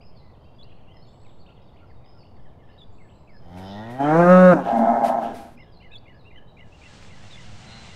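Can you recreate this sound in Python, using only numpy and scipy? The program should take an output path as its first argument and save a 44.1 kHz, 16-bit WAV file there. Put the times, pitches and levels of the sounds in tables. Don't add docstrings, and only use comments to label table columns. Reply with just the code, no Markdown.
import sys
import numpy as np
from scipy import signal
from scipy.fft import rfft, irfft
from scipy.io import wavfile

SR = 44100
rng = np.random.default_rng(int(sys.argv[2]) if len(sys.argv) > 2 else 0)


def materialize(psi):
    bounded = np.clip(np.atleast_2d(psi).T, -1, 1)
    quanta = np.round(bounded * 32767).astype(np.int16)
    wavfile.write(sys.argv[1], SR, quanta)


N = 350595
T = np.arange(N) / SR

# (time [s], pitch [Hz], level [dB])
MOO_CURVE = [(3.4, 80.3, -56), (3.57, 91, -37.5), (3.75, 101.1, -36.5), (3.92, 120.7, -34.5),
             (3.985, 134.7, -37), (4.005, 137.8, -21.5), (4.1, 152.3, -18), (4.2, 172, -12),
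             (4.25, 175.5, -13.5), (4.32, 182, -5.5), (4.38, 183.7, -7.5), (4.45, 183.2, -8),
             (4.505, 180.5, -8.5), (4.536, 170, -10), (4.543, 160, -23), (4.6, 135, -27), (4.625, 125, -33),
             (4.65, 120, -55)]
# (time [s], opening [0 shut, 1 opening, 2 wide])
MOUTH_CURVE = [(3.5, 0.16), (3.95, 0.51), (4.06, 1.225), (4.26, 1.284), (4.32, 1.74), (4.5, 1.68),
               (4.55, 1.12)]
# (frequency [Hz], gain [dB])
THROAT_SHUT = [(47, -30), (80, 18.5), (203, 16), (302, -2), (709, 2), (957, -5.5), (1120, -21), (1420, -10),
               (1920, -30), (2010, -16), (2360, -25), (2940, -19), (3500, -19), (4550, -59), (7700, -120)]
THROAT_OPENING = [(71, -33.5), (120, -1), (303, 12.5), (463, -5), (799, 12), (1130, -9), (1510, -9),
                  (2050, -25), (2450, -26), (2650, -45), (3220, -46), (3580, -47), (4500, -60),
                  (5850, -81.5), (9900, -120)]
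THROAT_WIDE = [(88, -33.5), (150, -6.5), (194, 6.5), (357, -18.5), (517, 18), (563, 0.5), (901, -35.5),
               (1230, -4.5), (1480, -17), (2370, -41.5), (2770, -32), (3060, -63.5), (3740, -33),
               (4500, -57), (5850, -90), (9900, -120)]
# (frequency [Hz], relative density [dB per Hz])
BREATH_SHUT_SPECTRUM = [(150, -22), (700, -12), (1150, -28), (1500, -21), (1700, -28), (1900, -20),
                        (2150, -30), (2700, -35), (3050, -32), (3550, -30), (4300, -36), (5200, -34),
                        (6300, -38), (7500, -46), (12000, -46), (15500, -56)]
BREATH_OPEN_SPECTRUM = [(110, -33.5), (500, -13.5), (800, -13.5), (1400, -15.5), (2000, -30.5), (2700, -28),
                        (3100, -48.5), (3700, -38), (4500, -41.5), (6000, -37.5), (7500, -44), (9000, -45),
                        (12000, -49.5), (15500, -62)]
# (frequency [Hz], width [Hz])
NOSE_AND_GROWL_BANDS = [(1874, 73), (3100, 140), (3540, 490), (5050, 410), (1600, 420)]
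# (band index, peak time [s], peak level [dB], rise [dB/s], fall [dB/s])
NOSE_AND_GROWL_SWELLS = [(0, 3.78, -57, 150, 40), (0, 3.85, -52.5, 60, 40), (1, 3.68, -55, 76, 60.5),
                         (1, 4.035, -45.5, 354, 148), (2, 3.72, -49.5, 116, 61), (3, 3.68, -54, 164, 100),
                         (4, 4.11, -33.5, 129, 199)]
# (time [s], level [dB])
HOARSE_CURVE = [(4.6, -63), (4.67, -23), (4.78, -18.5), (4.95, -16.5), (5.0, -22), (5.06, -17.5),
                (5.26, -26.5), (5.36, -39), (5.49, -46.5), (5.6, -76)]
# (frequency [Hz], width [Hz], level [dB])
HOARSE_RESONANCES = [(585, 90, -10), (685, 55, -1), (800, 55, -2.5), (920, 110, -14), (1050, 120, -17),
                     (1300, 70, -20), (1600, 250, -22), (2130, 120, -34)]
# (frequency [Hz], relative density [dB per Hz])
HOARSE_AIR_SPECTRUM = [(100, -13.5), (200, 3), (400, 1.5), (1000, -17), (1600, -9), (2200, -29.5),
                       (3000, -30.5), (4500, -35), (5800, -33.5), (7000, -37), (11000, -44), (15500, -48.5)]
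# (peak time [s], peak level [dB])
THROAT_RASPS = [(4.69, -46.5), (4.86, -57.5), (5.049, -63), (5.26, -50.5)]
# (time [s], rise [s], hold [s], fall [s], level before RUSTLE_BOOST_DB [dB])
RUSTLE_PUFFS = [(3.558, 0.021, .01, .09, -66.5), (3.893, 0.011, 0.012, 0.15, -66.5),
                (4.752, 0.023, 0.017, 0.046, -62), (5.032, 0.014, 0.038, 0.048, -52),
                (5.205, 0.023, .015, 0.048, -65), (5.331, 0.018, 0.022, 0.18, -61)]
# (frequency [Hz], relative density [dB per Hz])
RUSTLE_SPECTRUM = [(880, -29.5), (1500, -9), (1920, -7.5), (2110, -6.5), (3070, -11), (4450, -13.5),
                   (6860, -19), (11300, -17.5), (15600, -31.5)]
# (delay [s], level [dB])
BUILDING_ECHOES = [(.045, -20), (.085, -29), (.125, -24), (.16, -23)]
CALL_NOTES = { "phrase": [(.0, .012, 2300, 2400, 2450, -2), (.01, .01, 2100, 2080, 2050, -3),
              (.016, .013, 2650, 2750, 2800, -3), (.022, .018, 2200, 2150, 2100, -1),
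              (.035, .013, 2800, 2870, 2950, -3), (.042, .026, 2020, 2000, 2000, 0),
              (.072, .014, 1780, 1700, 1650, -7), (.088, .014, 1760, 1690, 1650, -8),
              (.103, .014, 1760, 1690, 1650, -8), (.118, .016, 1750, 1680, 1640, -10)],
              "dip": [(0, .025, 3550, 3850, 3750, -5), (.023, .042, 3750, 3450, 3450, 0)],
              "flick": [(0, .025, 3500, 4300, 4850, 0)], "upslur": [(0, .03, 4500, 5000, 5150, -2),
              (.03, .06, 5150, 5100, 5050, 0)], "downslur": [(0, .08, 4600, 3850, 3750, 0)],
              "seep": [(0, .04, 6600, 7300, 7850, 0), (.035, .26, 7850, 7700, 7570, -1)],
              "chip": [(0, .03, 3300, 2900, 2300, 0)], "burr": [(0, .02, 2100, 2900, 3800, -2),
              (.018, .012, 3200, 2800, 2500, -4), (.03, .014, 2600, 2950, 3100, -2)],
              "hook": [(0, .055, 3900, 4450, 3300, 0), (.06, .04, 3350, 3500, 3500, -2)],
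              "rise": [(0, .08, 2600, 3000, 3300, 0)], "arch": [(0, .045, 2450, 2750, 2680, 0)],
              "drop": [(0, .047, 2200, 1700, 1800, 0)], "pipe": [(0, .05, 1400, 1380, 1365, 0)],
              "glide": [(0, .5, 5300, 4700, 4150, 0)], "slide": [(0, .015, 2300, 2700, 2500, -2),
              (.012, .04, 2400, 2150, 1950, 0), (.055, .05, 1850, 1720, 1680, -3)],
              "peep": [(0, .04, 3400, 3450, 3400, 0)], "held": [(0, .14, 2080, 2000, 1920, 0)]}
CALL_TIMES = { "slide": [(2.98, 0, -60), (3.272, 0, -58), (3.565, 0, -57), (3.86, 0, -58)],
              "phrase": [(5.572, 0.012, -51.5), (5.812, 0, -51), (6.055, 0, -50.5), (6.305, 0.006, -51.5),
              (6.568, 0.011, -51.5), (6.815, 0, -53), (7.085, 0, -50), (7.345, 0.00042, -51),
              (7.61, 0, -53), (7.875, 0.0044, -50.5)], "dip": [(2.777, 0.043, -48.5), (5.915, 0.026, -46),
              (7.3, 0.13, -45)], "flick": [(.622, 0.0042, -52.5), (5.965, 0, -51.5)],
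              "upslur": [(.005, 0, -63), (.925, 0, -68.5), (2.045, 0, -66), (3.295, 0, -67),
              (5.555, 0.13, -68.5)], "downslur": [(.15, 1, -62.5), (1.86, 3, -74), (2.17, 3, -63),
              (5.72, 1.5, -62), (6.175, 0, -65)], "seep": [(1.065, 0, -76), (2.915, 0, -78)],
              "chip": [(.33, 3, -68), (.8, 1.5, -66), (1.245, -3, -60.5), (1.255, 4, -65),
              (1.285, 2.5, -64), (1.56, 2, -64), (1.68, 3, -65.5), (1.895, -7, -62), (2.04, 3, -67),
              (5.62, 3, -64)], "rise": [(.63, 0.0066, -64), (.865, 0.0043, -61)],
              "burr": [(.005, -1.7, -59), (.69, -1.1, -58.5), (1.455, -0.6, -54.5), (1.49, -1.1, -59),
              (1.76, -1, -60), (2.23, -0.11, -57.5), (2.665, 0.14, -64), (3.085, -0.057, -59)],
              "hook": [(1.01, 0.23, -64.5), (1.385, 0.77, -65.5)], "arch": [(.445, 0.2, -67),
              (5.66, 3.5, -65), (5.8, 1.5, -56), (5.908, -0.5, -51), (6.25, 0.5, -53), (6.35, 2, -53.5),
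              (6.72, 0.5, -54.5), (6.835, 0, -50.5), (7.23, .5, -58)], "drop": [(2.36, 0, -65),
              (2.445, 0, -64), (2.61, 0, -64), (2.67, 0, -63), (2.745, 0, -63)],
              "pipe": [(1.48, 0.012, -64), (1.81, 0, -60), (2.14, 0, -62)], "glide": [(2.62, 0, -79)],
              "peep": [(.585, 0, -50.5), (.41, -1.6, -65), (6.47, 2, -65)], "held": [(.19, 0.018, -67.5),
              (.88, 0, -70)]}
# (time [s], pitch [Hz], level [dB])
FAR_MOO_CURVE = [(7.0, 95.7, -69), (7.14, 94.4, -53.5), (7.25, 104, -48), (7.36, 110.9, -65),
                 (7.5, 102.5, -47.5), (7.58, 103.1, -52), (7.72, 113.5, -47), (7.87, 112.9, -52.5),
                 (7.95, 117.6, -54)]
# (frequency [Hz], gain [dB])
FAR_THROAT_GAIN = [(90, 2.5), (230, 0.5), (400, -25), (790, -2), (1100, -18), (1470, -5.5), (1700, -18),
                   (2150, -4.5), (2450, -33), (2750, -2), (3300, -21), (4080, -3), (4600, -27)]
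# (frequency [Hz], relative density [dB per Hz])
HERD_SPECTRUM = [(30, -7), (60, -1.5), (102, -3.5), (147, -2.5), (211, -6.5), (274, -21), (437, -17.5),
                 (3150, -17.5), (7630, -26), (9500, -36.5), (10500, -61), (15000, -73)]
# (time [s], impulse strength before the resonances [dB])
HOOF_KNOCKS = [(7.026, -11.5), (7.049, -15), (7.24, -14)]
# (frequency [Hz], relative density [dB per Hz])
RUMBLE_SPECTRUM = [(8, -4), (20, -6), (45, -5), (103, -1.5), (153, -5.5), (282, -14), (686, -15.5),
                   (1010, -20.5), (1540, -34), (2500, -41), (4500, -47), (5850, -53), (9000, -58),
                   (15500, -61)]

BREATH_HUM_DB, BREATH_BELLOW_DB, BREATH_SPENT_DB = -11, -26.5, -14.5
UNSTEADY_WOBBLE, UNSTEADY_FLICKER_DB = .004, 2.6
BREAK_S, BREAK_DB, BREAK_RISE_DB_PER_S, BREAK_FALL_DB_PER_S = 4.54, -19, 500, 260
FLUTTER_HZ = 114.2
CHEST_S, CHEST_DB, CHEST_RISE_DB_PER_S, CHEST_FALL_DB_PER_S = 4.79, -19, 200, 45
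AIR_START_S, AIR_DB, AIR_RISE_DB_PER_S, AIR_SAG_DB_PER_S = 4.67, -33, 160, 8.5
AIR_END_S, AIR_FALL_DB_PER_S = 5.316, 74
RASP_FADE_DB_PER_S = 152
RUSTLE_BOOST_DB = 10.5
WOOD_T60_S, WOOD_MAX_DB = .7, -64.5
WOOD_TILT_DB_PER_OCTAVE = 7
CHATTER_PER_S, CHATTER_MIN_DB = 40, -78
FAR_OPENS_S, FAR_SHUT_TILT_DB_PER_OCTAVE, FAR_OPEN_TILT_DB_PER_OCTAVE = 7.68, -3, 0
HERD_IN_S, HERD_IN_DB, HERD_FADE_DB_PER_S, HERD_SWELL_DB_PER_S = 6.846, -51, 89, 4
RUMBLE_DB = -49.5
SWAY_DB, SWAY_HZ = -45, 3
CUTOFF_HZ = 15700


def moo():
    span, (pitch_hz, level_db) = in_time(MOO_CURVE)
    t = T[span]
    mouth = np.clip(np.interp(t, *np.transpose(MOUTH_CURVE)), 0, 2)
    shut, opening, wide = [np.clip(1 - abs(mouth - k), 0, 1) for k in range(3)]

    def throat_db(hz):
        return (shut * at_hz(THROAT_SHUT, hz) + opening * at_hz(THROAT_OPENING, hz)
                + wide * at_hz(THROAT_WIDE, hz))

    unsteady = opening ** 1.5
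    voice, phase = harmonics(pitch_hz, throat_db, wobble=.001 + UNSTEADY_WOBBLE * unsteady, shimmer_db=1.1,
                             flicker_db=UNSTEADY_FLICKER_DB * unsteady, count=30)

    voiced_breath_db = BREATH_HUM_DB + (BREATH_BELLOW_DB - BREATH_HUM_DB) * mouth / 2
    breath_db = np.where(t < BREAK_S, voiced_breath_db, BREATH_SPENT_DB)
    breath = shut * coloured(BREATH_SHUT_SPECTRUM, len(t))
    breath = breath + (1 - shut) * coloured(BREATH_OPEN_SPECTRUM, len(t))
    puffs = 1 + .45 * np.cos(phase)
    sound = amp(level_db) * (voice + amp(breath_db) * breath * puffs)

    slaps = rms_one(np.diff(np.floor(phase / (2 * np.pi)), prepend=0))
    source = slaps + rng.standard_normal(len(t))
    rings = [ring(source, hz, width_hz) for hz, width_hz in NOSE_AND_GROWL_BANDS]
    for index, *shape in NOSE_AND_GROWL_SWELLS:
        sound += swell(t, *shape) * rings[round(index)]

    break_gain = swell(t, BREAK_S, BREAK_DB, BREAK_RISE_DB_PER_S, BREAK_FALL_DB_PER_S)
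    sound += break_gain * coloured(THROAT_OPENING, len(t))
    return placed(sound, span)


def hoarse_breath():
    span, (level_db,) = in_time(HOARSE_CURVE)
    t, size = T[span], len(level_db)
    cycles = np.cumsum(FLUTTER_HZ * (1 + .018 * drift(30, size))) / SR
    slaps = np.diff(np.floor(cycles), prepend=0) * amp(1.5 * rng.standard_normal(size))
    puffs = 1 + .25 * np.cos(2 * np.pi * cycles)
    source = rms_one(slaps) + 1.6 * rng.standard_normal(size) * puffs

    mouth = np.zeros(size)
    for k, (hz, width_hz, db) in enumerate(HOARSE_RESONANCES):
        mouth += (-1) ** k * amp(db) * ring(source, hz, width_hz)
    sound = amp(level_db) * rms_one(mouth)

    chest = rms_one(resonance(resonance(source, 240, 16), 242, 40))
    sound += swell(t, CHEST_S, CHEST_DB, CHEST_RISE_DB_PER_S, CHEST_FALL_DB_PER_S) * chest

    air_gain = swell(t, AIR_START_S, AIR_DB, AIR_RISE_DB_PER_S, AIR_SAG_DB_PER_S)
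    air_gain = air_gain * swell(t, AIR_END_S, 0, 0, AIR_FALL_DB_PER_S)
    sound += air_gain * coloured(HOARSE_AIR_SPECTRUM, size)

    rasp = rms_one(resonance(resonance(source, 2600, 980), 2960, 1100))
    for s, db in THROAT_RASPS:
        sound += swell(t, s, db, RASP_FADE_DB_PER_S, RASP_FADE_DB_PER_S) * rasp
    return placed(sound, span)


def rustles():
    gain = np.zeros(N)
    for s, rise_s, hold_s, fall_s, db in RUSTLE_PUFFS:
        corners_s = np.cumsum([s - .02, .02, rise_s, hold_s, fall_s, .05])
        gain += amp(np.interp(T, corners_s, [-120, db - 16, db, db, db - 16.5, -120]))
    return gain * amp(RUSTLE_BOOST_DB) * coloured(RUSTLE_SPECTRUM, N)


def building_echoes(cow):
    response = np.zeros(SR // 4)
    for delay_s, db in BUILDING_ECHOES:
        start = int(delay_s * SR)
        smear = rng.standard_normal(300) * np.hanning(300)
        response[start:start + 300] += amp(db) * smear / np.sqrt(np.sum(smear ** 2))
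    response = signal.lfilter([.3], [1, -.7], response)
    return signal.fftconvolve(cow, response)[:N]


def birds():
    near, scattered = np.zeros(N + SR), np.zeros(N + SR)
    waver, flutter = drift(140, N + SR), drift(90, N + SR)
    for s, length_s, start_hz, middle_hz, end_hz, db in calls() + chatter():
        u = np.linspace(0, 1, int(length_s * SR))
        first = max(int(s * SR), 0)
        span = slice(first, first + len(u))
        hz = np.interp(u, [0, .5, 1], [start_hz, middle_hz, end_hz]) * (1 + .012 * waver[span])
        envelope = np.sin(np.pi * u) ** .5 * amp(3.5 * flutter[span])
        note = envelope * whistle(2 * np.pi * np.cumsum(hz) / SR)
        near[span] += amp(db) * note
        tilt_db = WOOD_TILT_DB_PER_OCTAVE * min(np.log2(middle_hz / 3000), 0)
        scattered[span] += amp(min(db, WOOD_MAX_DB) + tilt_db) * note
    tail = rng.standard_normal(SR) * amp(-60 * T[:SR] / WOOD_T60_S)
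    tail *= T[:SR] > .012
    tail /= np.sqrt(np.sum(tail ** 2))
    return near[:N] + signal.fftconvolve(scattered, tail)[:N]


def calls():
    notes = []
    for kind, rows in CALL_TIMES.items():
        for s, shift, db in rows:
            for delay_s, length_s, *hz, rel_db in CALL_NOTES[kind]:
                notes.append((s + delay_s, length_s, *(np.array(hz) * 2 ** (shift / 12)), db + rel_db))
    return notes


def chatter():
    draws = rng.random((int(CHATTER_PER_S * N / SR), 5))
    start_s, length_s = draws[:, 0] * N / SR, .015 + .04 * draws[:, 1]
    hz = 2000 * 2.3 ** draws[:, 2]
    end_hz = hz * (.75 + .5 * draws[:, 3])
    level_db = CHATTER_MIN_DB + 6 * draws[:, 4]
    return list(zip(start_s, length_s, hz, (hz + end_hz) / 2, end_hz, level_db))


def whistle(phase):
    return np.sin(phase) + amp(-32) * np.sin(2 * phase) + amp(-36) * np.sin(3 * phase)


def far_moo():
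    span, (pitch_hz, level_db) = in_time(FAR_MOO_CURVE)
    tilt_db = np.interp(T[span], [FAR_OPENS_S - .02, FAR_OPENS_S + .024],
                        [FAR_SHUT_TILT_DB_PER_OCTAVE, FAR_OPEN_TILT_DB_PER_OCTAVE])

    def throat_db(hz):
        return at_hz(FAR_THROAT_GAIN, hz) + tilt_db * np.log2(hz / 200)

    voice, _ = harmonics(pitch_hz, throat_db, wobble=.00227, shimmer_db=1.0, flicker_db=.46, count=37)
    return placed(amp(level_db) * voice, span)


def herd():
    level = swell(T, HERD_IN_S, HERD_IN_DB, HERD_FADE_DB_PER_S, -HERD_SWELL_DB_PER_S)
    shuffle = level * amp(1.4 * drift(11, N)) * coloured(HERD_SPECTRUM, N)
    knocks = np.zeros(N)
    for s, db in HOOF_KNOCKS:
        knocks[int(s * SR)] = amp(db)
    return shuffle + resonance(knocks, 1950, 500) - .64 * resonance(knocks, 1050, 400)


def rumble():
    return amp(RUMBLE_DB + .18 * drift(12, N)) * coloured(RUMBLE_SPECTRUM, N)


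def wind_sway():
    return amp(SWAY_DB) * np.minimum(10 * T, 1) * drift(SWAY_HZ, N)


def harmonics(pitch_hz, throat_db, wobble, shimmer_db, flicker_db, count):
    phase = 2 * np.pi * np.cumsum(pitch_hz * (1 + wobble * drift(25, len(pitch_hz)))) / SR
    voice, power = 0, 0
    for k in range(1, count + 1):
        gain = amp(throat_db(k * pitch_hz))
        unrest_db = shimmer_db * drift(6.8, len(phase)) + flicker_db * drift(28, len(phase))
        unrest_db = unrest_db * np.log(k + .57)
        voice = voice + gain * amp(unrest_db) * np.sin(k * phase + .35 * k * k)
        power = power + gain ** 2 / 2
    return voice / np.sqrt(power), phase


def resonance(x, hz, width_hz):
    r = np.exp(-np.pi * width_hz / SR)
    zeros = np.array([1, 0, -1]) * (1 - r * r) / 2
    return signal.lfilter(zeros, [1, -2 * r * np.cos(2 * np.pi * hz / SR), r * r], x)


def ring(x, hz, width_hz):
    return rms_one(resonance(resonance(x, hz, 2 * width_hz), hz, width_hz))


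def coloured(spectrum, size):
    hz = np.maximum(np.arange(size // 2 + 1) * SR / size, 1)
    return rms_one(irfft(rfft(rng.standard_normal(size)) * amp(at_hz(spectrum, hz)), size))


def drift(rate_hz, size):
    r = np.exp(-2 * np.pi * rate_hz / SR)
    return rms_one(signal.lfilter([1], [1, -2 * r, r * r], rng.standard_normal(size + SR))[SR:])


def swell(t, s, db, rise_db_per_s, fall_db_per_s):
    return amp(db - np.where(t < s, rise_db_per_s * (s - t), fall_db_per_s * (t - s)))


def in_time(rows):
    s, *columns = np.transpose(rows)
    span = slice(max(int(s[0] * SR), 0), min(int(s[-1] * SR), N))
    return span, [np.interp(T[span], s, c) for c in columns]


def placed(sound, span):
    out = np.zeros(N)
    out[span] = sound
    return out


def at_hz(points, hz):
    points = np.array(points)
    return np.interp(np.log(hz), np.log(points[:, 0]), points[:, 1])


def amp(db):
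    return 10 ** (np.asarray(db) / 20)


def rms_one(x):
    return x / np.sqrt(np.mean(x ** 2) + 1e-20)


def scene():
    cow = moo() + hoarse_breath()
    cow = cow + building_echoes(cow)
    mix = cow + rustles() + birds() + far_moo() + herd() + rumble() + wind_sway()
    return mix[None]


def record(dry):
    rounded = 1.1 * np.tanh(dry / 1.1)
    low_pass = signal.ellip(10, .3, 70, CUTOFF_HZ, fs=SR, output="sos")
    return signal.sosfilt(low_pass, rounded)


dry = scene()
out = record(dry)
materialize(out)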